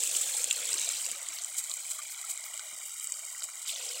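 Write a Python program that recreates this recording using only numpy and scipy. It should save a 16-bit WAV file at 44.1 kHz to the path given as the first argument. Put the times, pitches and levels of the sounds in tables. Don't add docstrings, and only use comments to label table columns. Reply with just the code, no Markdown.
import sys
import numpy as np
from scipy import signal
from scipy.io import wavfile

SR = 44100
rng = np.random.default_rng(int(sys.argv[2]) if len(sys.argv) > 2 else 0)


def to_wav(s):
    ch = np.atleast_2d(s).T
    pcm = np.round(np.clip(ch, -1, 1) * 32767)
    wavfile.write(sys.argv[1], SR, pcm.astype(np.int16))


N = 176400
T = np.arange(N) / SR
SPRAY_PER_S, SPRAY_LOW_HZ, DROP_FADE_S = 3000, 2200, .0019


def from_db(db):
    return 10 ** (np.asarray(db) / 20)


def unit_rms(x):
    return x / np.sqrt(np.mean(x ** 2) + 1e-20)


def curves(rows):
    times, *columns = np.transpose(rows)
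    return [np.interp(T, times, column) for column in columns]


def waver(times, per_s):
    knots = np.arange(0, times[-1] + 1, 1 / per_s)
    return np.interp(times, knots, rng.standard_normal(len(knots)))


def cut(x, hz, kind, order=2):
    return signal.sosfilt(signal.butter(order, hz, kind, fs=SR, output="sos"), x + 1e-18)


def moving_eq(x, db_at):
    window = dict(nperseg=1024, noverlap=768)
    hz, times, frames = signal.stft(x, SR, **window)
    return signal.istft(frames * from_db(db_at(times, hz[:, None])), SR, **window)[1][:N]


def ring(rows, attack_cycles=.7, pitch_rise=.069):
    out = np.zeros(N + SR)
    for start_s, hz, gain, cycles in rows:
        age = np.arange(int(cycles / hz * SR)) * hz / (cycles * SR)
        attack = 1 - np.exp(-(cycles * age / attack_cycles) ** 2)
        decay = np.exp(-np.log(1000) * age)
        tone = np.sin(2 * np.pi * cycles * (age + pitch_rise * age * age / 2))
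        start = int(start_s * SR)
        out[start:start + len(age)] += gain * attack * decay * tone
    return out[:N]


def bubbles(sizes, per_s, cycles, spread_db, tuning=np.ones(N)):
    hz, db = np.transpose(sizes)
    swarm_rng = np.random.default_rng(rng.integers(2 ** 31))
    when, size, force, life = swarm_rng.random((int(per_s * N / SR), 4)).T
    pitch = hz[0] * (hz[-1] / hz[0]) ** size
    gain = from_db(np.interp(np.log(pitch), np.log(hz), db) - spread_db * np.log(force + .022))
    swarm = ring(zip(when * N / SR, pitch * tuning[(when * N).astype(int)], gain, cycles * (.5 + life)))
    return unit_rms(cut(swarm, hz[0] * tuning.min() * 1.178, "high", order=10))


def splat(impacts, fade_s):
    decay = np.exp(-2 / (fade_s * SR))
    envelope = np.sqrt(signal.lfilter([1], [1, -decay], impacts ** 2 + 1e-18))
    crackle = cut(envelope * rng.standard_normal(N), SPRAY_LOW_HZ, "high")
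    return cut(crackle, 940, "high", order=4)


def spray(flow):
    # pitch_hz, relative_db
    bead_sizes = [(5600, -6), (7000, -2.4), (8500, 1), (10000, 1.5)]
    clusters = from_db(1.4 * waver(T, per_s=110))
    sizes = from_db(5.5 * np.minimum(rng.exponential(1, N), 3.6)) / flow ** .25
    impacts = (rng.random(N) < flow * SPRAY_PER_S / SR) * sizes
    beads = from_db(-9) * bubbles(bead_sizes, per_s=2200, cycles=56, spread_db=4.5)
    patter = unit_rms(splat(impacts, fade_s=.0022))
    mist = .28 * cut(rng.standard_normal(N), SPRAY_LOW_HZ, "high")
    return unit_rms(clusters * (patter + beads) + mist)


def stream():
    # time_s, spray_db, fizz_db
    flow = [(0, -41.5, -42.5), (.3, -42, -45), (.48, -45, -45.5), (.58, -45, -45), (.68, -46.5, -43),
            (.86, -44, -41), (1.05, -45.5, -47), (1.2, -50, -52), (1.38, -49, -49.5), (1.5, -50, -55.5),
            (1.75, -48, -52.5), (2.0, -50, -54), (2.5, -50.5, -55.5), (3.0, -50, -55), (3.35, -50, -57),
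            (3.64, -51.5, -55.5), (3.72, -48.5, -45.5), (4.0, -48, -47)]
    # centre_s, half_length_s, spray_db, fizz_db
    splashes = [(0.448, 0.011, -75, -49), (1.589, 0.018, -39, -68), (1.72, 0.016, -47, -69),
                (1.917, 0.017, -44, -52), (2.305, 0.014, -42.5, -50), (3.444, 0.011, -43.5, -54),
                (3.696, 0.024, -44, -38)]
    # pitch_hz, relative_db
    fizz_sizes = [(2300, 7), (2900, 0), (3600, 3), (4400, 0.5), (5400, 0), (6400, 3.5)]
    spray_gain, fizz_gain = from_db(curves(flow))
    for centre_s, half_length_s, spray_db, fizz_db in splashes:
        flare = np.exp(-((T - centre_s) / half_length_s) ** 2)
        spray_gain = np.hypot(spray_gain, flare * from_db(spray_db))
        fizz_gain = np.hypot(fizz_gain, flare * from_db(fizz_db))
    splatter = spray_gain * spray(spray_gain / spray_gain.mean())
    return splatter + fizz_gain * bubbles(fizz_sizes, per_s=1700, cycles=42, spread_db=3.8)


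def churn():
    # time_s, level_db
    gurgle_levels = [(0, -54.5), (.5, -51.5), (.78, -49.5), (1.0, -54), (1.25, -53.5), (1.6, -57.5),
                     (2.2, -55), (2.6, -55), (2.98, -60), (3.4, -58), (3.62, -58), (3.8, -54.5),
                     (4.0, -54.5)]
    slop_levels = [(0, -65), (.3, -73), (.45, -69.5), (.6, -67), (.76, -68), (.92, -77), (1.11, -64.5),
                   (1.22, -86), (1.3, -81), (1.45, -85.5), (2.26, -114), (2.305, -71), (2.36, -103),
                   (2.68, -104), (2.73, -69), (2.82, -103), (3.6, -89), (4.0, -80)]
    # time_s, pitch_hz, level_db
    pocket = [(0, 488, -56), (.45, 497, -55.5), (.62, 485, -57.5), (.76, 396, -57.5), (.9, 551, -59.5),
              (1.08, 494, -60), (1.28, 652, -63), (2.03, 605, -68), (2.14, 735, -68.5), (2.3, 650, -63.5),
              (2.84, 617, -63.5), (2.98, 900, -78), (3.1, 620, -64), (3.5, 662, -64.5), (3.64, 675, -70),
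              (3.76, 528, -60.5), (3.86, 452, -56), (4.0, 485, -58.5)]
    # pitch_hz, relative_db
    gurgle_sizes = [(720, 3.3), (900, 0.88), (1300, 6.2), (1650, 7.1), (2000, 11.5), (2400, 17.3)]
    slop_sizes = [(130, -11), (220, -15), (380, 5)]
    deep_sizes = [(450, 1.5), (500, 5.5), (620, 0), (850, 0.5)]
    plunge_sizes = [(1850, 3), (2150, -9), (2500, -13)]
    gurgle_gain, = from_db(curves(gurgle_levels))
    slop_gain, = from_db(curves(slop_levels))
    pocket_hz, pocket_db = curves(pocket)
    gurgle = bubbles(gurgle_sizes, per_s=500, cycles=46, spread_db=1.6)
    plunge = from_db(-6.5) * bubbles(plunge_sizes, per_s=120, cycles=60, spread_db=1.5)
    deep = bubbles(deep_sizes, per_s=290, cycles=26, spread_db=1.8, tuning=pocket_hz / deep_sizes[1][0])
    slop = bubbles(slop_sizes, per_s=170, cycles=9, spread_db=1.0)

    def low_shelf(times, hz, depth_db=27, width_hz=40):
        edge_hz = .78 * np.interp(times, T, pocket_hz)
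        return -depth_db * (.5 - .5 * np.tanh((hz - edge_hz) / width_hz))
    trapped_air = gurgle_gain * (gurgle + plunge) + from_db(pocket_db) * deep
    return moving_eq(trapped_air, low_shelf) + slop_gain * slop


def rumble():
    # time_s, level_db
    levels = [(0, -79), (1.3, -83), (1.5, -87), (4.0, -87.5)]
    gain, = from_db(curves(levels))
    low_noise = cut(rng.standard_normal(N), 124, "low", order=1)
    return gain * unit_rms(cut(low_noise, 48, "high"))


def basin(water):
    # time_s, lag_ms, gain
    echo_path = [(0, .96, .12), (.7, 1.12, .12), (1.15, 1.16, .25), (1.6, 1.14, .42), (2.0, 1.1, .38),
                 (2.4, 1.14, .45), (2.9, 1.165, .62), (3.3, 1.16, .55), (3.65, 1.15, .3), (4.0, 1.13, .15)]
    # time_s, lag_ms
    sheen_path = [(0, 1.03), (.55, .98), (.8, .82), (1.3, .92), (2.1, 1.41), (2.9, 1.41), (4.0, 1.2)]
    echo_ms, echo_gain = curves(echo_path)
    sheen_ms, = curves(sheen_path)
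    mids = signal.sosfiltfilt(signal.butter(3, [1050, 5000], "band", fs=SR, output="sos"), water)
    echo = np.interp(T - echo_ms / 1000, T, mids)
    sheen = np.interp(T - sheen_ms / 1000, T, cut(water, 5000, "high"))
    return water - echo_gain * echo + .2 * sheen


def glugs():
    # start_s, pitch_hz, level_db, fade_cycles
    hits = [(0.023, 465, -45, 34), (0.271, 510, -50, 20), (.347, 826, -39.5, 39), (0.751, 345, -39.5, 12),
            (.875, 685, -40, 33), (1.086, 696, -41.5, 28), (1.113, 217, -55, 17), (1.28, 306, -64, 114),
            (2.305, 380, -58, 10), (2.985, 210, -68, 21), (3.733, 657, -44.5, 37)]
    return ring((start_s, hz, from_db(db), cycles) for start_s, hz, db, cycles in hits)


def drops(smack_db=-11, ring_db=-6.5, ring_hz=7600, cycles=24):
    # start_s, relative_db
    hits = [(.031, -22), (0.0362, -16), (.0615, -29), (0.074, -18.5), (0.1135, -18.5), (0.1652, -18),
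            (0.1687, -19.5), (.2124, -22), (.2145, -22), (0.3607, -25), (0.368, -24), (0.4426, -14.5),
            (.51, -23), (0.5273, -17.5), (0.6545, -24), (.6904, -24), (0.7312, -19.5), (0.7406, -16),
            (.7963, -23), (0.8152, -20.5), (0.8898, -18), (1.0646, -23), (1.115, -21.5), (1.2868, -23.5),
            (1.4201, -29), (1.437, -26), (1.446, -22.5), (1.5837, -38), (1.5913, -45), (1.6405, -26),
            (1.6967, -24.5), (1.739, -23.5), (1.9156, -30), (2.3757, -29), (2.5763, -25.5), (2.9977, -26),
            (3.0436, -25.5), (3.0718, -26), (3.1212, -21), (3.4335, -26), (3.5785, -37), (3.6286, -31)]
    impacts = np.zeros(N)
    for start_s, db in hits:
        impacts[int(start_s * SR)] = from_db(db + smack_db)
    pitches = ring_hz * rng.uniform(.94, 1.06, len(hits))
    smacks = cut(splat(impacts, DROP_FADE_S), 10500, "low")
    pings = ring((start_s, hz, from_db(db + ring_db), cycles) for (start_s, db), hz in zip(hits, pitches))
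    return smacks + pings


def plinks():
    # start_s, pitch_hz, level_db, fade_cycles
    hits = [(0.15, 2940, -24, 42), (0.5099, 3200, -19.5, 40), (0.5098, 3850, -19, 37),
            (0.5094, 2710, -21.5, 79), (0.5116, 7150, -28.5, 114), (0.7302, 4900, -16, 15),
            (0.998, 2980, -32, 27), (1.044, 4500, -27.5, 42), (1.063, 2720, -30.5, 46),
            (1.3872, 4400, -19.5, 11), (1.704, 1180, -43.5, 41), (1.7147, 4100, -19.5, 19),
            (1.989, 1170, -37, 74), (2, 1370, -35, 16), (2.1467, 3400, -31.5, 22), (2.24, 1310, -41, 70),
            (2.44, 5070, -22.5, 7.5), (2.536, 2900, -36.5, 47), (2.594, 1470, -34.5, 24),
            (2.5951, 4070, -4.5, 2.5), (3.008, 3010, -37.5, 46), (3.14, 4650, -33, 45),
            (3.349, 1910, -37, 39), (3.406, 5160, -27.5, 15), (3.419, 1410, -35.5, 17),
            (3.423, 3700, -18.5, 8.5), (3.446, 4070, -38, 18), (3.487, 1300, -32.5, 10.5),
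            (3.698, 3570, -27, 34), (3.76, 3500, -26, 37), (3.89, 5100, -26, 31)]
    tones = ring((start_s, hz, from_db(db), cycles) for start_s, hz, db, cycles in hits)
    return cut(tones, 1000, "high", order=4)


def puffs(half_length_s=.02):
    # centre_s, level_db
    bursts = [(1.35, -45), (1.59, -58), (1.82, -63), (1.95, -48), (2.031, -54), (2.12, -44), (2.31, -45),
              (2.46, -45), (2.87, -45.5), (3.04, -42.5), (3.33, -57)]
    gain = sum(from_db(db) * np.exp(-((T - centre_s) / half_length_s) ** 2) for centre_s, db in bursts)
    crackle = splat(rng.random(N) < SPRAY_PER_S / SR, DROP_FADE_S)
    return gain * unit_rms(cut(crackle, 12100, "high"))


def hollow(water, fade_s=.079, wander_hz=30):
    # start_s, end_s, centre_hz, half_width_hz, typical_depth_db
    notches = [(1.45, 3.95, 1710, 65, 12), (1.42, 2.5, 2790, 80, 18), (2.36, 3.68, 2630, 115, 15),
               (2.93, 3.6, 3440, 110, 17), (2.73, 3.13, 4200, 190, 26), (2.38, 3.68, 4360, 60, 12),
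               (3.1, 3.42, 3950, 65, 20)]

    def notch_db(times, hz):
        total = 0
        for start_s, end_s, centre_hz, half_width_hz, depth_db in notches:
            swell = np.maximum(1 + .45 * waver(times, per_s=14), 0)
            offset_hz = hz - centre_hz - wander_hz * waver(times, per_s=14)
            fade = np.clip(.5 + np.minimum(times - start_s, end_s - times) / fade_s, 0, 1)
            total = total - depth_db * fade * swell / (1 + (offset_hz / half_width_hz) ** 6)
        return total
    return moving_eq(water, notch_db)


def scene():
    water = stream() + puffs() + churn() + glugs() + drops() + plinks()
    return (rumble() + hollow(basin(water)))[None]


def record(dry):
    # pitch_hz, width_hz, boost_db
    resonances = [(7600, 1870, 11), (6890, 290, 5), (7607, 186, 7), (8070, 230, 6), (8800, 680, 4.5)]
    for hz, width_hz, boost_db in resonances:
        b, a = signal.iirpeak(hz, hz / width_hz, fs=SR)
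        dry = dry + (from_db(boost_db) - 1) * signal.lfilter(b, a, dry)
    return signal.sosfilt(signal.ellip(12, .2, 80, 15800, fs=SR, output="sos"), dry)


dry = scene()
out = record(dry)
to_wav(out)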